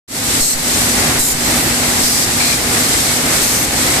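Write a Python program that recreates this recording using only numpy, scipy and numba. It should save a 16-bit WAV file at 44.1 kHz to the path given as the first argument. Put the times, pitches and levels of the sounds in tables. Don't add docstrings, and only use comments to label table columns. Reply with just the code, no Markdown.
import sys
import numpy as np
from scipy import signal
from scipy.fft import rfft, irfft
from scipy.io import wavfile
from scipy.ndimage import uniform_filter1d, minimum_filter1d
from numba import njit

SR = 44100
rng = np.random.default_rng(int(sys.argv[2]) if len(sys.argv) > 2 else 0)


def dump_mix(stems):
    frames = np.atleast_2d(stems).T
    limited = np.clip(frames, -1, 1)
    pcm = np.round(limited * 32767).astype(np.int16)
    wavfile.write(sys.argv[1], SR, pcm)


N = 176400

# pitch_hz, level_db
SHAFT_TONES = [(48.4, -41), (145.3, -39.5), (268.5, -39.5), (277, -36.5), (511, -45), (727, -66),
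               (825, -45)]
# time_s, level_db
DRUM_LEVEL = [(0, -28.5), (.82, -27.5), (1.1, -27), (1.5, -26), (2, -25.5), (2.3, -30.5), (2.78, -28),
              (3.2, -29), (4, -31)]
# time_s, level_db
FRAME_LEVEL = [(0, -45), (.85, -32), (1.35, -28), (1.6, -23.5), (1.8, -34), (2.7, -30), (2.78, -18.5),
               (2.87, -32), (4, -29)]
def drums():
    frame_hz, frame_width_hz, sweep_hz, throb_depth = 267, 84, 27.22, 0.82
    hum = tone(hz=242.2, db=curve(DRUM_LEVEL), wander_db=-0.35, drift=0.001)
    hum += sum(tone(hz, db, wander_db=1.9, drift=0.00199) for hz, db in SHAFT_TONES)
    frame = ring(rng.standard_normal(N), frame_hz, frame_width_hz)
    frame = ring(frame, frame_hz, frame_width_hz)
    throb = 1 + throb_depth * np.sin(spin(sweep_hz, drift=0.039))
    return hum + level(frame * throb, 0) * undb(curve(FRAME_LEVEL))


# pitch_hz, width_hz, level_db
GUIDE_RINGS = [(543, 72, -2), (774, 72, -2.5), (1360, 720, -1.5), (2100, 570, 0), (4260, 1700, -10),
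               (9200, 2900, -5)]
# time_s, above_normal_tick_db
CLACKS = [(1.417, 5), (2.572, 8), (2.939, 7), (3.282, 5), (3.313, 6), (3.333, 2), (3.367, 0), (3.737, 12)]
# middle_s, half_length_s, boost_db
CLATTER = [(1.03, 0.058, 2), (1.147, 0.021, 5), (1.533, .05, 3), (2.76, 0.053, 7), (3.36, .035, 7.5),
           (3.93, .05, 4)]
def rattle():
    stroke_rates_hz, jitter, scatter_db, decay_s = [46.3, 54.1, 71.43], 0.12, 1, 0.0035
    t, ticks = np.arange(N) / SR, np.zeros((2, N))
    for hz in stroke_rates_hz:
        stroke_count = np.floor(rng.random() + np.cumsum(hz * (1 + jitter * wander(30))) / SR)
        strength = undb(scatter_db * rng.standard_normal(N))
        ticks += np.diff(stroke_count, prepend=stroke_count[0]) * strength
    for when, db in CLACKS:
        ticks[:, int(when * SR)] += undb(db)
    power = signal.lfilter([1], [1, -np.exp(-2 / (decay_s * SR))], ticks ** 2)
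    bursts = np.sqrt(power) * rng.standard_normal((2, N))
    ringing = sum(undb(db) * ring(bursts, hz, width) for hz, width, db in GUIDE_RINGS)
    boost_db = sum(db * np.exp(-((t - when) / half_length) ** 2) for when, half_length, db in CLATTER)
    return panel_echoes(level(hall_spread(ringing), -28.5)) * undb(boost_db)


# pitch_hz, level_db
HISS_COLOUR = [(500, -36), (1500, -21), (2900, -5.5), (3800, -0.5), (4150, 1), (5200, 0), (6700, -.5),
               (8100, 3), (9300, -0.5), (11000, -1), (12800, 1), (14500, -8.5)]
# time_s, change_db
HISS_LEVEL = [(.22, -0.5), (.35, 0.5), (1.05, 0.1), (1.38, -1.5), (1.53, 0), (1.76, -1.5), (2, -.3),
              (2.3, -2), (2.5, 2), (2.655, -2.5), (2.76, 0.3), (3.02, 2.1), (3.27, -3), (3.36, 1.5),
              (3.6, -2), (3.7, -3.5), (3.77, -1), (4, -0.3)]
def suction():
    wander_db, flicker_db = 0.46, 0.44
    hiss = panel_echoes(colour(rng.standard_normal((2, N)), HISS_COLOUR))
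    change_db = curve(HISS_LEVEL) + wander_db * wander(7.9) + flicker_db * wander(60)
    return level(hiss, -15) * undb(change_db)


# start_s, length_s, level_db, lowest_hz, highest_hz, left_over_right_db, push_db
BLASTS = [(0.403, 0.13, -12, 6000, 18100, -0.5, -15), (1.19, 0.13, -11.5, 6850, 18000, -0.5, -20.5),
          (1.55, 0.13, -20, 9000, 18000, -2, -45), (2.028, .215, -15, 4400, 18000, 0, -30),
          (2.399, 0.14, -19, 1000, 9000, 1.5, -40), (3.412, 0.235, -14.5, 5000, 18000, 2, -32)]
# time_s, pitch_hz, width_hz, level_against_jet_db, slide_hz_per_s
WHISTLES = [(.47, 4300, 579, -7.5, -3), (.47, 5360, 300, -10, 0), (.47, 6330, 1100, -8, -3),
            (.47, 8000, 1700, -1, -1000), (.47, 11900, 700, -12, 0), (.47, 13100, 500, -12, 0),
            (1.25, 3930, 448.4, -17, 2), (1.25, 5300, 900, -17, 1), (1.25, 7380, 1000, -6.5, -4000),
            (1.25, 8960, 1500, -9, -2), (1.25, 12200, 1000, -10, 2), (2.14, 4830, 400, -11, 0),
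            (2.14, 5606, 800, -11.5, 0.5), (2.47, 2356, 380, -4.5, 0), (2.47, 4155, 400, -4, -500),
            (2.47, 4900, 500, -9, 0.5), (3.52, 6270, 298, -15, -0.5), (3.52, 11600, 1500, -11, -1)]
def air_blasts():
    open_s, close_s, sag_to = 0.0061, 0.019, 0.83
    knock_delay_s, knock_width_s, knock_db = 0.015, 0.0075, 5.5
    rebound_delay_s, rebound_width_s, rebound_db = 0.027, 0.011, -5
    t, out = np.arange(N) / SR, 0
    for start, length, db, low_hz, high_hz, pan_db, push_db in BLASTS:
        end = start + length
        valve = curve([(start, 0), (start + open_s, 1), (end, sag_to), (end + close_s, 0)])
        band = signal.butter(2, [low_hz, high_hz], "bandpass", fs=SR, output="sos")
        jet = level(signal.sosfilt(band, rng.standard_normal((2, N))), 0)
        for when, hz, width, whistle_db, slide in WHISTLES:
            if start < when < end:
                pitch_hz = hz + slide * (np.clip(t, start, end) - when)
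                jet += level(whistle(pitch_hz, width), whistle_db)
        knock = undb(knock_db) * np.exp(-((t - start - knock_delay_s) / knock_width_s) ** 2)
        rebound = undb(rebound_db) * np.exp(-((t - end - rebound_delay_s) / rebound_width_s) ** 2)
        push = ring(valve, hz=6.5, width_hz=12) + knock - rebound
        out = out + panel_echoes(valve * jet) * undb(db) * pan(pan_db) - undb(push_db) * push
    return out


def whistle(hz, width_hz):
    smoothing = signal.butter(2, width_hz / 3, fs=SR, output="sos")
    swirl = signal.sosfilt(smoothing, rng.standard_normal((2, 2, N)))
    phase = 2 * np.pi * np.cumsum(hz) / SR
    return swirl[0] * np.cos(phase) + swirl[1] * np.sin(phase)


# pitch_hz, level_db
ROAR_COLOUR = [(20, -24), (36, -7), (50, 0.5), (65, -1), (95, 0.5), (150, 1), (195, -3.5), (225, -2),
               (320, -1.7), (450, -5.5), (620, -6), (780, -5), (950, -8.5), (1400, -9), (2050, -6),
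               (2800, -11.5), (5000, -16), (15000, -38)]
def roar():
    flicker_db = 0.77
    noise = colour(hall_spread(rng.standard_normal((2, N))), ROAR_COLOUR)
    return level(noise * undb(flicker_db * wander(40)), -18.5)


def panel_echoes(pair):
    delays_s, sway_s, echo_db = [0.0023, 0.0041, 0.0067], 0.00008, -9
    n = np.arange(N)
    echo = lambda x, delay: np.interp(n - SR * (delay + sway_s * wander(2)), n, x)
    return np.array([x + undb(echo_db) * sum(echo(x, delay) for delay in delays_s) for x in pair])


def hall_spread(pair, alike_below_hz=556):
    alike = np.exp(-(np.fft.rfftfreq(N, 1 / SR) / alike_below_hz) ** 2 / 2)
    mid = rfft(pair[0]) * np.sqrt(1 + alike)
    side = rfft(pair[1]) * np.sqrt(1 - alike * 0.96)
    return irfft(np.array([mid + side, mid - side]), N)


def tone(hz, db, wander_db, drift):
    return undb(db + wander_db * wander(3.94)) * np.sqrt(2) * np.sin(spin(hz, drift))


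def spin(hz, drift):
    return 2 * np.pi * np.cumsum(hz * (1 + drift * wander(4.08))) / SR


def wander(rate_hz):
    hold = int(SR / rate_hz)
    steps = np.repeat(rng.standard_normal(N // hold + 1), hold)
    return level(uniform_filter1d(uniform_filter1d(steps, hold), hold)[:N], 0)


def ring(x, hz, width_hz):
    return signal.lfilter(*signal.iirpeak(hz, hz / width_hz, fs=SR), x)


def colour(x, rows):
    hz, db = np.array(rows).T
    bins_hz = np.maximum(np.fft.rfftfreq(N, 1 / SR), 1)
    return irfft(rfft(x) * undb(np.interp(np.log(bins_hz), np.log(hz), db)), N)


def curve(rows):
    return np.interp(np.arange(N) / SR, *np.array(rows).T)


def undb(db):
    return 10 ** (np.asarray(db) / 20)


def level(x, db):
    return x * undb(db) / np.sqrt(np.mean(x ** 2))


def pan(db):
    return undb(np.array([[db], [-db]]) / 2)


# time_s, change_db
MACHINE_LEVEL = [(0, -2.5), (.35, -1.5), (.92, 0), (1.03, 2.5), (1.17, -1), (1.35, 0), (1.53, 1.4),
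                 (1.9, 0.4), (2.25, -1.5), (2.45, 0.5), (2.65, -0.9), (2.78, 1.4), (3.15, 1), (3.36, 1),
                 (3.43, 2.2), (3.7, -0.8), (3.95, 2)]
def scene():
    machines = (roar() + rattle()) * undb(curve(MACHINE_LEVEL)) + drums()
    return machines * pan(-0.5) + suction() + air_blasts()


@njit
def follow(x, attack, release):
    out, tracked = np.empty(len(x)), 0.
    for i in range(len(x)):
        tracked += (x[i] - tracked) * (attack if x[i] > tracked else release)
        out[i] = tracked
    return out


def gain_control(x):
    limit_db, ratio = -12, 23
    sense_s, hold_s, attack_s, release_s = 0.012, 0.063, 0.0013, 0.058
    power = np.mean(x ** 2, axis=0)
    loudness = np.sqrt(np.abs(uniform_filter1d(power, int(sense_s * SR))))
    hold = int(hold_s * SR)
    recent_peak = -minimum_filter1d(-loudness, hold, origin=(hold - 1) // 2)
    tracked = follow(recent_peak, 1 / (attack_s * SR), 1 / (release_s * SR))
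    return np.maximum(tracked / undb(limit_db), 1) ** (1 / ratio - 1)


# pitch_hz, left_db, right_db
MIC_HOLES = [(100, -2.5, -1.5), (1020, -0.5, 1), (2000, 1.14, -0.65), (2950, -1.5, 0.9), (4240, 0, -.5),
             (6670, 1.5, 0.9), (7400, 3, 0), (8220, 4, -1.5), (9300, -4, 2), (10360, -2, -0.1),
             (11300, -4, -3), (14100, -5, -2)]
# time_s, gain
FADE_IN = [(.077, 0), (.085, 0.093), (.13, 0.33), (.22, 0.59), (.33, 0.89)]
def record(dry):
    boost_db, top_hz = 1.1, 14250
    holes = np.array(MIC_HOLES)
    x = np.array([colour(dry[0], holes[:, [0, 1]]), colour(dry[1], holes[:, [0, 2]])])
    x = x * gain_control(x) * undb(boost_db) * curve(FADE_IN)
    return signal.sosfilt(signal.ellip(12, 0.1, 90, top_hz, fs=SR, output="sos"), x)


dry = scene()
out = record(dry)
dump_mix(out)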